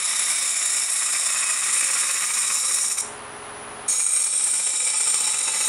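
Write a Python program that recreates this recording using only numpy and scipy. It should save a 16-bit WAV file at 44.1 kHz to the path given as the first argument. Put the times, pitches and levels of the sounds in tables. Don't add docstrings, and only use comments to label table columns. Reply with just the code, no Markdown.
import sys
import numpy as np
from scipy import signal
from scipy.fft import rfft, irfft, next_fast_len
from scipy.io import wavfile
from scipy.ndimage import uniform_filter1d

SR = 44100
rng = np.random.default_rng(int(sys.argv[2]) if len(sys.argv) > 2 else 0)


def dump(signal):
    limited = np.clip(np.atleast_2d(signal).T, -1, 1)
    pcm = np.round(limited * 32767).astype(np.int16)
    wavfile.write(sys.argv[1], SR, pcm)


def volts(x):
    e = np.asarray(x, float) / 20
    return 10 ** e


N = 250488

# time in seconds, squeal of the bar in dB, depth of cut in dB.
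FIRST_PATH = [
    (0.0, -24.5, 4.5),
    (0.5, -23, -0.5),
    (1.15, -23.5, -0.7),
    (1.4, -24, 5),
    (1.73, -24, -0.5),
    (2.03, -24, 3.5),
    (2.6, -23, -5),
    (2.86, -22, -10),
    (3.012, -20, -12),
]
# dB under the squeal, share of the depth.
FIRST_BANDS = [
    (-9, 0.39),
    (-9, 0.7),
    (-24.5, 0.36),
]
# Hz, width in Hz, then dB at start, middle and end of the pass.
FIRST_MODES = [(533, 11.5, -22, -17.5, -13.5), (676, 90, -17.5, -18, -45), (1190, 190, -20, -14.5, -13.5),
               (1936, 95, -8.5, -8.5, -11), (2290, 170, -11.5, -16.5, -9), (2543, 76, -16, -7, -9.5),
               (3664, 193, -8.5, -13, -16.5), (3882, 63, -4, -7, -3.5), (4490, 49, -22, -33, -23),
               (5383, 245, -2.5, -5.5, -3), (5554, 276, -6, -12.5, 0), (7127, 190, -0.5, 0.5, -1.5),
               (8354, 210, -1.5, -5.5, -10.5), (8620, 154, -4, 2.5, 1), (10117, 237, -1, -5, -6.5),
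               (12420, 390, -21.5, -22, -19), (14840, 260, -26.5, -41, -36)]
# times a turn, then dB and phase in radians for body, middle, ring.
FIRST_GRAIN = [(1, 1.2, -1.1, 0.1, -2.0, 0.5, 2.1), (2, 0.6, 3.0, 0.5, 2.4, 0.8, 1.6),
               (3, 0.1, -3.0, 0.1, -1.7, 0.2, -2.3), (4, 0.1, 0.9, 0.2, -3.1, 0.3, -2.8)]
FIRST_THROB = [
    (0.6, 2.6),
    (0.9, 2.0),
    (1.8, 1.1),
]


def first_pass():
    return cut(FIRST_PATH, FIRST_BANDS, FIRST_MODES, FIRST_GRAIN, FIRST_THROB,
               turns_per_s=14.85, knot_turn=0.15, tearing_db=[1.0, -2.3, 1.5, -3])


# time in seconds, squeal of the bar in dB, depth of cut in dB.
SECOND_PATH = [
    (3.879, -18.5, -4),
    (3.96, -21, 2),
    (4.05, -21.5, -3.5),
    (4.5, -21.5, -0.5),
    (4.9, -22, 1.6),
    (5.3, -23, 3.5),
    (5.46, -24, 4),
    (5.56, -26, 7),
    (5.68, -23, 3),
]
# dB under the squeal, share of the depth.
SECOND_BANDS = [
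    (-13, 0.9),
    (-15.5, 0.93),
    (-25, 1.04),
]
# Hz, width in Hz, then dB at start, middle and end.
SECOND_MODES = [(519, 46, -21, -18.5, -23.5), (857, 47, -19, -13.5, -10), (1267, 135, -16.5, -20, -13.5),
                (2000, 91, -16.5, -14.5, -9.5), (2362, 76, -9, -10.5, -14), (2606, 52, -25, -12.5, -5.5),
                (3090, 80, -22, -15, -21), (3410, 78, -13, -8.5, -11), (3868, 81, -7.5, -5.5, 0.5),
                (4386, 45, -7, -9, -8), (5485, 240, -7.5, -3.5, -4.5), (6780, 164, 4, -20.5, 2.5),
                (7200, 224, -21, -1.5, 0.5), (8080, 114, -1, 1.5, 0), (8663, 95, 9, 6, 8),
                (10310, 145, -3, -2, -0.5), (12570, 310, -22, -30.5, -15), (15000, 300, -36, -54, -38)]
# times a turn, then dB and phase in radians for body, middle, ring.
SECOND_GRAIN = [(1, 1.8, 2.7, 0.3, 2.0, 0.2, 2.8), (2, 1.3, -0.1, 0.9, -0.1, 0.5, -0.5),
                (3, 0.5, -3.0, 0.7, 2.0, 0.8, 2.7), (4, 0.4, 0.3, 0.3, -1.0, 0.3, -0.7)]
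SECOND_THROB = [
    (1.3, 1.5),
    (1.2, 1.3),
    (1.2, 1.2),
]


def second_pass():
    return cut(SECOND_PATH, SECOND_BANDS, SECOND_MODES, SECOND_GRAIN, SECOND_THROB,
               turns_per_s=14.88, knot_turn=0.48, tearing_db=[-7.0, -2, -4.5, -0.5])


def cut(path, bands, modes, grain, throb, turns_per_s, knot_turn, tearing_db):
    s, ring_db, depth_db = np.transpose(path)
    start, end = s[0], s[-1]
    span = slice(round(start * SR), min(round(end * SR), N))
    t = np.arange(N)[span] / SR

    sound = tearing_and_ringing(t, span, modes, tearing_db, start, end)
    sound = signal.sosfilt(signal.butter(2, 170, "high", fs=SR, output="sos"), sound)

    levels = [ring_db]
    for under_db, share in bands:
        levels.append(ring_db + under_db + share * depth_db)
    body_level_db = np.interp(t, s, levels[2])

    body, middle, ring = grain_throb(t, grain, throb, turns_per_s)
    knots = (np.arange(N // SR * 20) + knot_turn) / turns_per_s
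    knock_db = 20 * np.log10(catches(t, body_level_db, knots))
    body = body + knock_db
    middle = middle + 0.4 * knock_db
    ring = ring + 0.08 * knock_db

    skip_db = skips(t)
    out = np.zeros(N)
    for band, level_db, throb_db in zip(split(sound), levels, (ring, middle, body, body)):
        out[span] += rms_one(band * volts(throb_db)) * volts(np.interp(t, s, level_db) + skip_db)

    bite = (t - start + (start == 0)) / 0.0043
    lift = (end - t + (span.stop == N)) / 0.0025
    out[span] *= np.clip(np.minimum(bite, lift), 0, 1)
    return out


# Hz, dB per Hz.
TEARING = [(100, -26), (500, -27.5), (1500, -20.5), (2900, -20.5), (4700, -20.5), (6200, -17), (7700, -11),
           (9400, -16.5), (10700, -13), (11300, -56), (12200, -38), (14000, -64), (16000, -48)]


def tearing_and_ringing(t, span, modes, tearing_db, start, end):
    bite = volts(0.37 * drift(3.0) + 1.38 * drift(80))[span]
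    snaps = bite * fibres(12000, spread_db=2.0, size=len(t))
    hiss_db = np.interp(t, np.linspace(start, end, 4), tearing_db)
    sound = colour(snaps, TEARING) * volts(hiss_db)
    for k, (hz, width_hz, *along_db) in enumerate(modes):
        own = 0.77 * snaps + 0.62 * bite * rng.standard_normal(len(t))
        mode_db = np.interp(t, np.linspace(start, end, 3), along_db) + 1.1 * drift(3.6)[span]
        sound += (-1) ** k * volts(mode_db) * resonance(own, hz, width_hz)
    return sound


def fibres(per_s, spread_db, size):
    snapping = rng.random(size) < per_s / SR
    strength = volts(spread_db * np.minimum(rng.exponential(1, size), 4.2))
    return rms_one(snapping * strength * rng.choice([-1, 1], size))


def grain_throb(t, grain, throb, turns_per_s):
    times, *shape = np.transpose(grain)
    angle = 2 * np.pi * turns_per_s * np.outer(t, times)
    swells = []
    for k, depth in enumerate(throb):
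        level_db, phase = shape[2 * k], shape[2 * k + 1]
        swells.append(np.linspace(*depth, len(t)) * (np.cos(angle + phase) @ level_db))
    return swells


# time in seconds, peak in dB.
CATCHES = [(0.298, -30), (0.5562, -32), (0.6121, -31), (0.7637, -30), (1.003, -28), (1.133, -26),
           (1.6472, -24), (1.8014, -26.5), (1.9375, -29), (2.028, -34), (2.2049, -24), (2.3666, -40),
           (2.439, -27), (2.4968, -30), (2.637, -30), (2.6799, -29), (2.7767, -25), (2.8989, -34),
           (2.9787, -29.5), (3.8841, -25), (4.095, -33), (4.159, -29), (4.399, -44), (4.567, -38),
           (4.9327, -44), (5.052, -45), (5.225, -34), (5.2725, -38), (5.4052, -42), (5.477, -32)]


def catches(t, body_db, knots):
    peak_trim_db, swell_s = -12, 0.008
    knot_db = -42.5 + 1.5 * rng.uniform(-1.1, 1, len(knots))
    gain = np.ones(len(t))
    for s, db in [*CATCHES, *zip(knots, knot_db)]:
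        near = slice(*np.searchsorted(t, [s, s + 0.05]))
        age = (t[near] - s) / swell_s
        gain[near] += volts(db + peak_trim_db - body_db[near]) * age * np.exp(1 - age)
    return gain


# time of return in seconds, fade in seconds, loss in dB.
SKIPS = [
    (2.894, .006, -10),
    (2.968, .024, -20),
    (2.996, .004, -14),
    (5.383, .012, -5),
    (5.428, .010, -6),
]


def skips(t):
    regain_s = 0.0024
    level_db = np.zeros(len(t))
    for back, fade_s, loss_db in SKIPS:
        away = np.maximum((back - t) / fade_s, (t - back) / regain_s)
        level_db += loss_db * np.exp(-away)
    return level_db


BAND_EDGES_HZ = 6300, 3000, 950


def split(x):
    size = next_fast_len(len(x))
    grid = np.fft.rfftfreq(size, 1 / SR)
    whole = rfft(x, size)
    rest = 1
    for edge in BAND_EDGES_HZ:
        below = 1 / (1 + (grid / edge) ** 16)
        yield irfft(whole * (rest - below), size)[:len(x)]
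        rest = below
    yield irfft(whole * rest, size)[:len(x)]


def resonance(x, hz, width_hz):
    r = np.exp(-np.pi * width_hz / SR)
    zeros = np.array([1, 0, -1]) * (1 - r * r) / 2
    poles = [1, -2 * r * np.cos(2 * np.pi * hz / SR), r * r]
    return signal.lfilter(zeros, poles, x)


def colour(x, spectrum):
    hz, db = np.transpose(spectrum)
    size = next_fast_len(len(x))
    grid = np.fft.rfftfreq(size, 1 / SR) + 1
    shape = volts(np.interp(np.log(grid), np.log(hz), db))
    return irfft(rfft(x, size) * shape, size)[:len(x)]


def drift(per_s):
    r = np.exp(-80 * np.pi * per_s / SR)
    noise = rng.standard_normal(N // 40 + 2002)
    slow = signal.lfilter([1], [1, -2 * r, r * r], noise)[2000:]
    return np.interp(np.arange(N) / 40, np.arange(len(slow)), rms_one(slow))


def rms_one(x):
    return x / np.sqrt(np.mean(x ** 2) + 1e-20)


def shop(x):
    t60_s, level_db, gap_s = 0.37, -6.5, 0.006
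    step = SR // 8
    t = np.arange(SR // 2) / SR
    out = np.zeros(N + 2 * SR)
    x = np.pad(x, (step, 2 * step))
    window = np.sqrt(np.hanning(2 * step))
    for i in range(0, N + step, step):
        tail = rng.standard_normal(len(t)) * volts(-60 * t / t60_s) * (t > gap_s)
        wet = signal.fftconvolve(x[i:i + 2 * step] * window, rms_one(tail))
        out[i:i + len(wet)] += wet
    return volts(level_db) * out[step:N + step] / np.sqrt(len(t))


# Hz, rms level in dB.
HUM = [(59, -70), (75.4, -67), (96.9, -61), (118.4, -61), (140, -61), (231.5, -57), (270, -67),
       (286.5, -60), (344.5, -60), (361, -64), (404, -55), (419.9, -50), (463, -63), (521, -60),
       (577.5, -57), (690, -60), (748.3, -53), (809, -59), (919.5, -56), (1020, -58), (1039, -55)]
# Hz, rms level in dB.
WHINE = [(5879, -64), (7628, -74), (9173, -68), (9243, -61), (9388, -58), (9458, -63), (9604, -68),
         (9749, -60), (9819, -51), (9895, -50), (9964, -54), (10034, -51), (10110, -59), (10180, -53),
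         (10196, -61), (10271, -66), (10325, -67), (10541, -70), (10610, -64), (10686, -69), (10756, -69),
         (10826, -70)]
# Hz, dB per Hz.
FAN = [(25, -15), (50, -7), (120, -27), (190, -5.5), (320, -10), (500, -4), (650, -0.5), (1200, 1),
       (3000, -10), (5500, -19.5), (8200, -23.5), (9500, -15), (10100, -9), (10900, -22), (11250, -48)]


def motor():
    air_db = -39 + 0.12 * drift(3.9)
    air = volts(air_db) * rms_one(colour(rng.standard_normal(N), FAN))
    hum = tones(HUM, wobble_db=0.5)
    whine = volts(-0.5) * tones(WHINE, wobble_db=2.0)
    return air + hum + whine


def tones(lines, wobble_db):
    t = np.arange(N) / SR
    out = np.zeros(N)
    for hz, db in lines:
        level = np.sqrt(2) * volts(db + wobble_db * drift(2.1))
        out += level * np.sin(2 * np.pi * (hz * t + rng.random()))
    return out


# gain at the bite in dB, rise in dB, bend of the rise.
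GAIN_IN_CUT = [
    (-16, 9, 4.3),
    (-16, 9, 3.3),
]


def gain_control():
    pause_db, clamp_s, release_s = 1, 0.076, 0.0097
    t = np.arange(N) / SR
    gain_db = np.full(N, float(pause_db))
    for path, (bite_db, rise_db, bend) in zip((FIRST_PATH, SECOND_PATH), GAIN_IN_CUT):
        start, end = path[0][0], path[-1][0]
        along = np.clip((t - start) / (end - start), 0, 1)
        cutting_s = np.maximum(t - start + (start == 0), 0)
        clamp = 1 - np.exp(-cutting_s / clamp_s)
        release = np.exp(-np.maximum(t - end, 0) / release_s)
        gain_db += clamp * release * (bite_db + rise_db * along ** bend - pause_db)
    return gain_db


# Hz, dB.
DROP_UNDER = [(11000, -66), (11400, -60.5), (12200, -66.5), (13000, -74), (14200, -72.5), (15800, -83.5)]


def drop_faint_bands(x):
    hz, t, cells = signal.stft(x, SR, nperseg=2048, noverlap=1536)
    edges = np.searchsorted(hz, np.arange(11000, 16200, 345))
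    at = np.minimum(t * SR, N - 1).astype(int)
    shared_db = 0.84 * drift(6.7)[at]
    for low, high in zip(edges, edges[1:]):
        power = uniform_filter1d(np.mean(np.abs(cells[low:high]) ** 2, axis=0), size=3)
        limit_db = np.interp(hz[low], *np.transpose(DROP_UNDER)) + shared_db + 2.7 * drift(3.6)[at]
        cells[low:high] *= power > volts(limit_db) ** 2
    return signal.istft(cells, SR, nperseg=2048, noverlap=1536)[1][:N]


def scene():
    tool = first_pass() + second_pass()
    gain_db = gain_control()
    tail = shop(tool) * volts(0.12 * np.maximum(gain_db + 13.0, 0))
    return (volts(-0.84) * (tool + tail) + volts(gain_db) * motor())[None]


def roll_off(x):
    return signal.sosfilt(signal.butter(12, 15890, fs=SR, output="sos"), x)


def record(dry):
    rounded = 0.6 * np.tanh(dry[0] / 0.6)
    notch = signal.butter(2, [11500, 12000], "bandstop", fs=SR, output="sos")
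    top = signal.ellip(12, 0.5, 50, 15700, fs=SR, output="sos")
    heard = signal.sosfilt(np.vstack([notch, top]), rounded)
    mix = drop_faint_bands(heard)[None]
    return roll_off(mix)


dry = scene()
out = record(dry)
dump(out)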